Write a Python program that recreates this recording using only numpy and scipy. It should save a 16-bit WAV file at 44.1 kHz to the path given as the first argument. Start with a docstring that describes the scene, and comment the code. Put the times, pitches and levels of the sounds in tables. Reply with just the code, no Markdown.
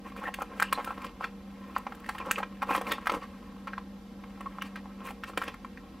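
"""Room noise and a low hum, and almost at once the snaps, creaks and rustle of a stiff clear plastic
shell as hands work a small reel out of it in a garage, close by. Buckling panels snap, a flange
creaks by stick-slip, rubs drive the shell's modes with tiny slips, small panels chatter.
The sound arrives twice: a dull copy, then a bright one a few milliseconds later."""
import sys
import numpy as np
from scipy import signal
from scipy.fft import rfft, irfft
from scipy.io import wavfile
from scipy.ndimage import uniform_filter1d

SR = 44100
rng = np.random.default_rng(int(sys.argv[2]) if len(sys.argv) > 2 else 0)


def generate_wav(sig):
    """Save sig (samples, or channels by samples) to the path in sys.argv[1] as 16-bit PCM at SR."""
    pcm = np.round(np.clip(np.atleast_2d(sig).T, -1, 1) * 32767).astype(np.int16)
    wavfile.write(sys.argv[1], SR, pcm)


N = 264600

# shell modes: f/Hz, width per filter pass/Hz, level in the rustle/dB
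SHELL_MODES = [(374, 430, 8), (1036, 433, 4), (1670, 1160, -4), (2485, 800, -8), (4460, 1100, -21.5)]
# colour of cracks and fizz: f/Hz, relative level/dB
CRACK_COLOUR = [(1200, -11), (2500, 7), (4000, -6.5), (6000, -6), (8000, -2), (12500, -1.5), (15700, -6),
                (16300, -25), (18000, -44)]
# buckling panels: t/s, level/dB, panel f/Hz, shell t60/s, crack level re snap/dB (before a common gain)
SNAPS = [(0.12, -33, 1070, 0.017, -29), (0.1642, -26.5, 1220, 0.0044, -23.5),
         (0.2394, -23, 1460, 0.0031, -39), (0.3403, -25.5, 1930, 0.023, -7),
         (0.388, -22.5, 830, 0.0062, -41), (0.4191, -19.5, 804, 0.026, -16),
         (0.599, -14, 1470, 0.0056, -15), (0.6185, -17.5, 1000, 0.0045, -29),
         (0.6234, -8, 1450, 0.014, -16.5), (0.7263, -13.5, 1190, 0.018, -10),
         (0.845, -28.5, 1590, 0.0061, -7.5), (0.8757, -19, 895, 0.012, -36),
         (0.9064, -23.5, 1010, 0.0094, -42), (0.9768, -31, 970, 0.0066, -36), (1.018, -40, 2300, 0.01, -7),
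         (1.0454, -28.5, 1140, 0.022, -14.5), (1.2092, -19.5, 990, 0.0038, -43),
         (1.242, -21, 1490, 0.018, -33), (1.764, -11, 1150, 0.0053, -41), (1.7795, -37, 1210, 0.0091, -2),
         (1.867, -20.5, 920, 0.02, -54.5), (1.922, -26, 1060, 0.016, -35),
         (1.9487, -38.5, 1520, 0.01, -9.5), (1.9985, -51, 1500, 0.0085, -1),
         (2.044, -32, 1890, 0.0061, -26), (2.062, -32, 1920, 0.0062, -18), (2.09, -19, 1130, 0.034, -17.5),
         (2.149, -28.5, 1026, 0.041, -26), (2.182, -33.5, 1610, 0.04, -8.5),
         (2.258, -34.5, 1500, 0.01, -13), (2.311, -11.5, 1460, 0.0035, -6.5),
         (2.359, -20.5, 2620, 0.0018, -36), (2.382, -23.5, 1130, 0.045, -15.5),
         (2.403, -22, 830, 0.015, -33), (2.43, -16, 1120, 0.018, -52), (2.62, -19, 1290, 0.016, -25),
         (2.6272, -16, 880, 0.027, -26.5), (2.7093, -12, 910, 0.014, -29), (2.7494, -13, 1070, 0.024, -24),
         (2.76, -25, 1020, 0.016, -8), (2.8125, -20.5, 690, 0.04, -18), (2.8691, -23.5, 2300, 0.0073, -21),
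         (2.9126, -19.5, 1130, 0.0093, -27), (2.918, -18, 1440, 0.035, -7.5),
         (2.9827, -24, 1060, 0.0066, -33), (3.058, -26.5, 1320, 0.011, -19),
         (3.0701, -12, 1236, 0.017, -22), (3.096, -11.5, 1080, 0.019, -28), (3.1186, -34, 1070, 0.052, -5),
         (3.145, -26.5, 816, 0.048, -21), (3.169, -27.5, 332, 0.017, -35), (3.6715, -30, 1160, 0.081, -20),
         (3.734, -22, 1510, 0.0018, -42), (3.7791, -25.5, 1150, 0.023, -36),
         (4.237, -35.5, 1080, 0.026, -29), (4.407, -30, 980, 0.028, -17.5),
         (4.4585, -35.5, 1060, 0.035, -42), (4.585, -24.5, 1030, 0.0067, -45),
         (4.6199, -24, 1440, 0.02, -12), (4.757, -34.5, 1410, 0.087, -12.5),
         (4.8573, -30.5, 900, 0.0045, -41), (5.1065, -27.5, 1060, 0.017, -21.5),
         (5.2362, -22.5, 1460, 0.022, -22), (5.296, -29.5, 656, 0.055, -30), (5.335, -33, 1190, 0.011, -33),
         (5.374, -19, 1390, 0.029, -10), (5.3755, -18.5, 523, 0.024, -36),
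         (5.4166, -20.5, 1180, 0.016, -30), (5.421, -16.5, 1270, 0.004, -31),
         (5.4373, -28.5, 1500, 0.0086, -14), (5.479, -27, 495, 0.021, -17), (5.5407, -35, 1260, 0.034, -15),
         (5.6471, -26.5, 1160, 0.011, -30), (5.774, -32.5, 1810, 0.0065, -30)]


def snaps():
    """Strain crackles until a panel buckles; it rings briefly, shakes the modes and cracks in the treble."""
    body, crack = np.zeros(N), np.zeros(N)
    length, lead = 2000, 500  # samples
    t = np.arange(length) / SR
    crack_decay = amp(-60 * t / 0.0099) + amp(-43 - 60 * t / 0.038)
    crack_shape = (1 - np.exp(-t / 0.00087)) * crack_decay
    for start_s, level_db, panel_hz, shell_t60_s, crack_db in SNAPS:
        noise = rng.standard_normal((len(SHELL_MODES) + 1, length))
        shake = np.zeros(length)
        for (mode_hz, width_hz, _), drive in zip(SHELL_MODES, noise):
            # modes near the panel's pitch are shaken most
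            nearness = amp(-14.0 * abs(np.log2(mode_hz / panel_hz)))
            shake += nearness * resonate(drive, mode_hz, width_hz)

        strain = amp(level_db - 23.5 - 1500.0 * t[lead:0:-1]) * shake[-lead:]
        add(body, start_s - lead / SR, strain)

        panel = amp(9.5) * ring(panel_hz, t60_s=0.0056, rise_s=0.00041)
        decay = amp(-60 * t / shell_t60_s) + amp(-19.5 - 60 * t / 0.047)
        shell = amp(-0.5) * shake * decay * (1 - np.exp(-t / 0.0014))
        add(body, start_s, amp(level_db) * (panel + shell))
        add(crack, start_s, amp(level_db + crack_db) * noise[-1] * crack_shape)
    return body + amp(9.5) * np.std(crack) * coloured(crack, CRACK_COLOUR)


def rustle():
    """Tiny uneven slips drive each shell mode in its own short spells; sliding skin adds a fizz."""
    *mode_gains, fizz_gain = pressure()
    fizz = coloured(slips(per_s=5300.0, spread_db=4.2), CRACK_COLOUR)
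    lower = signal.filtfilt(*signal.butter(2, 10000, fs=SR), fizz)
    upper = fizz - lower
    out = fizz_gain * (amp(spells(2.5)) * lower + amp(spells(2.5)) * upper)
    ticks = slips(per_s=300.0, spread_db=5.0)  # sparser slips, shared by all modes
    for gain, (mode_hz, width_hz, mode_db) in zip(mode_gains, SHELL_MODES):
        level = amp(mode_db + spells(2.2))
        drive = slips(per_s=2200.0, spread_db=3.4) + ticks
        out += gain * level * resonate(drive, mode_hz, width_hz)
    return out


# rubs and squeezes: t/s, hold/s, level/dB, focus/octaves above 1 kHz, fizz level re rub/dB
RUBS = [(0.065, 0.012, -47, 0.7, -14), (0.177, 0.02, -45.5, 0.9, -15), (0.237, 0.0065, -41.5, 0.26, -19),
        (0.271, 0.0066, -44.5, 1.5, -18), (0.4, 0.013, -46, 1, -14), (0.518, 0.018, -50.5, -0.5, -33),
        (0.569, 0.016, -49, -0.3, -11.5), (0.782, 0.019, -42, 1, -22), (0.851, 0.012, -56, -9, 1),
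        (1.002, 0.035, -52.5, 0.1, -27), (1.043, 0.013, -33, 3, -27), (1.234, 0.013, -32.5, 3, -24),
        (1.755, 0.028, -46, 2, -17), (2.072, 0.088, -45.5, 3.5, -19), (2.198, 0.025, -46.5, 0.3, -24),
        (2.269, 0.019, -42, 0.2, -21), (2.381, 0.012, -40, 0.5, -16), (2.702, 0.012, -34.5, 0.1, -15),
        (2.737, 0.037, -36, 0.4, -13), (2.871, 0.02, -37.5, 0.5, -17), (2.916, 0.01, -26, 2.7, -27),
        (3.123, 0.036, -39.5, 0.06, -15), (3.225, 0.0098, -44, 2, -16.5), (4.656, 0.015, -40.5, 2.5, -21),
        (5, 0.05, -52.5, 0.3, -24), (5.064, 0.032, -43.5, 1.0, -10), (5.281, 0.0057, -43.5, 2, -11.5),
        (5.413, 0.022, -49, 1.2, -4.5), (5.48, 0.0058, -35.5, 1.86, -28)]
RISE_DB_PER_S, FALL_DB_PER_S = 474, 467
# faint rustle of the holding hands: t/s, level/dB
GRIP = [(0, -82), (0.3, -62), (0.9, -50), (1.15, -62.5), (1.35, -68), (1.7, -54.5), (2.45, -61.5),
        (3.0, -53.5), (3.35, -58.5), (4.1, -69.5), (4.45, -57), (4.95, -61.5), (5.15, -65), (5.35, -65),
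        (5.6, -65.5), (6, -64)]
GRIP_FOCUS_OCTAVES, GRIP_FIZZ_DB = 0.67, -15  # above 1 kHz; re grip level


def pressure():
    """Gains of the shell modes and the fizz: a light grip plus rubs that swell, hold and fade."""
    t = np.arange(0, N + 64, 64) / SR
    grip_db = np.interp(t, *np.transpose(GRIP))
    power = amp(grip_db + shares_db(GRIP_FOCUS_OCTAVES, GRIP_FIZZ_DB)) ** 2
    for start_s, hold_s, level_db, focus_octaves, fizz_db in RUBS:
        rise_db = -RISE_DB_PER_S * np.maximum(start_s - t, 0)
        fall_db = -FALL_DB_PER_S * np.maximum(t - start_s - hold_s, 0)
        power = power + amp(level_db + rise_db + fall_db + shares_db(focus_octaves, fizz_db)) ** 2
    return [np.interp(np.arange(N) / SR, t, np.sqrt(p)) for p in power]


ABOVE_DB_PER_OCTAVE, BELOW_DB_PER_OCTAVE = 8.5, 5.5


def shares_db(focus_octaves, fizz_db):
    """Drive of each shell mode, weaker away from the focus, with the fizz last."""
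    away = np.log2(np.transpose(SHELL_MODES)[0] / 1000) - focus_octaves
    modes_db = np.where(away > 0, -ABOVE_DB_PER_OCTAVE * away, BELOW_DB_PER_OCTAVE * away)
    return np.append(modes_db, fizz_db)[:, None]


# stick-slip of a flange: start t/s, end t/s, slip rate/Hz, mean level/dB, mean f/Hz
CREAKS = [(0.272, 0.294, 130, -18, 1060), (0.777, 0.816, 125, -17, 1090), (0.922, 0.933, 180, -27, 1170)]


def creaks():
    """Stick-slip at uneven intervals; each slip is a short ring of varied level and pitch."""
    out = np.zeros(N)
    for start_s, end_s, rate_hz, level_db, pitch_hz in CREAKS:
        chance = rng.standard_normal((40, 3))
        times_s = start_s + (np.arange(40) + 0.11 * chance[:, 0]) / rate_hz
        for slip_s, (_, loudness, detune) in zip(times_s[times_s < end_s], chance):
            slip = ring(pitch_hz * (1 + 0.12 * detune), t60_s=0.007, rise_s=0.00016)
            add(out, slip_s, amp(level_db + 1.5 * loudness) * slip)
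    return out


# small panels rubbed into ringing: t/s, length/s, f/Hz, level/dB
CHATTERS = [(0.253, 0.029, 1800, -36), (0.27, 0.017, 2700, -46), (0.403, 0.024, 1315, -37.5),
            (0.63, 0.063, 2750, -46), (0.722, 0.035, 3980, -47), (0.861, 0.067, 1350, -42),
            (1.22, 0.029, 1376, -37.5), (2.201, 0.018, 2480, -48), (2.69, 0.064, 2470, -41),
            (2.912, 0.013, 3390, -33), (3.217, 0.031, 1120, -41.5), (4.458, 0.013, 1125, -33.5),
            (4.61, 0.014, 2810, -41.5), (5.45, 0.028, 1060, -52)]
CHATTER_WIDTH_RATIO, CHATTER_EDGE_S = 0.13, 0.0025  # width re pitch


def chatters():
    """Dense slips ring one small panel at a time, heard as a narrow grainy band."""
    out = np.zeros(N)
    drive = slips(per_s=2500.0, spread_db=0.6)
    for start_s, length_s, pitch_hz, level_db in CHATTERS:
        t = np.arange(0, length_s + 4 * CHATTER_EDGE_S, 1 / SR)
        rise = 1 - np.exp(-t / CHATTER_EDGE_S)
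        fall = np.exp(-np.maximum(t - length_s, 0) / CHATTER_EDGE_S)
        part = drive[round(start_s * SR):][:len(t)]
        band = resonate(part, pitch_hz, CHATTER_WIDTH_RATIO * pitch_hz)
        add(out, start_s, amp(level_db) * rise * fall * band)
    return out


# garage decay: f/Hz, t60/s
GARAGE_T60 = [(300, 0.18), (1500, 0.12), (5000, 0.21), (14000, 0.072)]


def garage(x):
    """Sparse echoes of random sign, decaying at a rate set by frequency; a centre and a side tail."""
    taps = np.zeros((2, SR // 2))
    slots = np.arange(300, SR // 2 - 20, 20)
    at = slots + rng.integers(0, 20, (2, len(slots)))
    np.put_along_axis(taps, at, rng.choice([-1.0, 1.0], at.shape), 1)
    hz, t, bands = signal.stft(taps, SR, nperseg=256)
    decay = amp(-60 * t / read(GARAGE_T60, hz)[:, None])
    tail = signal.istft(bands * decay, SR, nperseg=256)[1]
    return signal.fftconvolve(x[None], tail / np.linalg.norm(tail[0]), axes=1)[:, :N]


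# room noise colour: f/Hz, relative level/dB
AIR_COLOUR = [(20, -51), (60, -7), (150, -11), (185, -3.5), (400, -15.5), (800, -21.5), (1760, -31),
              (4060, -35), (8000, -46.5), (13500, -43), (15700, -56), (16000, -94)]
AIR_DB = -49.5
# motor hum: f/Hz, width/Hz, level/dB
HUM = [(197.1, 0.48, -48.5), (475.4, 11, -63), (43.2, 15, -60.5)]


def room_noise():
    """Broad room noise and a motor hum whose tones waver by slow random modulation."""
    out = amp(AIR_DB) * coloured(rng.standard_normal(N), AIR_COLOUR)
    t = np.arange(N) / SR
    for tone_hz, width_hz, level_db in HUM:
        r = np.exp(-np.pi * width_hz / SR)
        drift = signal.lfilter([1], [1, -r], rng.standard_normal((2, N)))
        wander = 3.5 + evened(drift[0]) + 1j * evened(drift[1])
        tone = (wander * np.exp(2j * np.pi * tone_hz * t)).real
        out += amp(level_db) * evened(tone)
    return out


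# left-right noise colour: f/Hz, relative level/dB
WIDE_COLOUR = [(60, -8.5), (300, 7.5), (2000, -5), (5000, -9.5), (11000, -19.5), (12000, -67)]
WIDE_DB = -66


def side_noise():
    """Faint coloured noise of opposite sign left and right."""
    return amp(WIDE_DB) * coloured(rng.standard_normal(N), WIDE_COLOUR)


def ring(hz, t60_s, rise_s):
    """A damped panel mode with a soft start."""
    t = np.arange(2000) / SR
    return np.sin(2 * np.pi * hz * t) * amp(-60 * t / t60_s) * (1 - np.exp(-t / rise_s)) ** 2


def resonate(x, hz, width_hz):
    """A two-pole resonance passed twice for steep skirts, to rms 1."""
    r = np.exp(-np.pi * width_hz / SR)
    section = [0.98, 0.0076, -1.003, 1, -2 * r * np.cos(2 * np.pi * hz / SR), r * r]
    return evened(signal.sosfilt(2 * [section], x))


def slips(per_s, spread_db):
    """Random clicks of either sign, a few much larger than the rest."""
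    size_db = spread_db * np.minimum(rng.exponential(1, N), 5)
    size = amp(size_db) * rng.choice([-1.0, 1.0], N)
    return size * (rng.random(N) < per_s / SR)


def spells(depth_db):
    """A level in dB that wanders over some 20 ms; depth is rms."""
    smooth = uniform_filter1d(rng.standard_normal(N), size=700)
    return depth_db * evened(uniform_filter1d(smooth, size=700))


def coloured(x, points):
    """Shapes x by a spectrum, to rms 1."""
    gain = amp(read(points, np.fft.rfftfreq(len(x), 1 / SR)))
    return evened(irfft(rfft(x) * gain, len(x)))


def read(points, hz):
    """Interpolates a table over log frequency."""
    f, value = np.transpose(points)
    return np.interp(np.log(hz + 1), np.log(f + 1), value)


def amp(db):
    """dB to amplitude."""
    return 10 ** (np.asarray(db) / 20)


def evened(x):
    """Scales x to rms 1."""
    return x / np.sqrt(np.mean(x ** 2) + 1e-20)


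def late(x, count):
    """Delays x by count samples."""
    return np.concatenate([np.zeros(count), x[:-count]])


def add(mix, start_s, sound):
    """Adds a sound into the mix in place."""
    part = mix[round(start_s * SR):][:len(sound)]
    part += sound[:len(part)]


def scene():
    """Everything sits near the centre; only some treble and a little noise differ left and right."""
    shell = snaps() + creaks() + rustle() + chatters()
    tail, side_tail = garage(shell)
    mid = shell + amp(-13.5) * tail + room_noise()
    bright = amp(-11.5) * np.gradient(shell) + amp(-36.0) * side_tail
    bright = signal.lfilter(*signal.butter(1, 2000, "high", fs=SR), bright)
    side = signal.lfilter(*signal.butter(2, 11000, fs=SR), bright) + side_noise()
    return np.array([mid + side, mid - side])


SECOND_PATH_SAMPLES, PORT_GAP_SAMPLES, EDGE_HZ = 166, 26, 18100


def record(dry):
    """The centre arrives twice, dull then bright; the sides pass two ports a short way apart."""
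    mid, side = (dry[0] + dry[1]) / 2, (dry[0] - dry[1]) / 2
    dull = signal.filtfilt(*signal.butter(3, 9000, fs=SR), mid)
    # later copy: weaker in the bass, with scattered near reflections that fill the comb's notches
    scatter = rng.standard_normal(900) * amp(-60 * np.arange(900) / SR / 0.018)
    scatter /= np.linalg.norm(scatter)
    second = amp(-4) * mid + amp(-13) * (mid - dull)
    second += amp(-27) * signal.oaconvolve(mid, scatter)[:N]
    mid = 0.84 * (dull + late(second, SECOND_PATH_SAMPLES))
    side = late(side + 0.71 * late(side, PORT_GAP_SAMPLES), SECOND_PATH_SAMPLES // 2)
    both = np.array([mid + side, mid - side])
    lowpass = signal.firwin(511, EDGE_HZ, window=("kaiser", 9), fs=SR)
    return signal.oaconvolve(both, lowpass[None], "same")


dry = scene()
out = record(dry)
generate_wav(out)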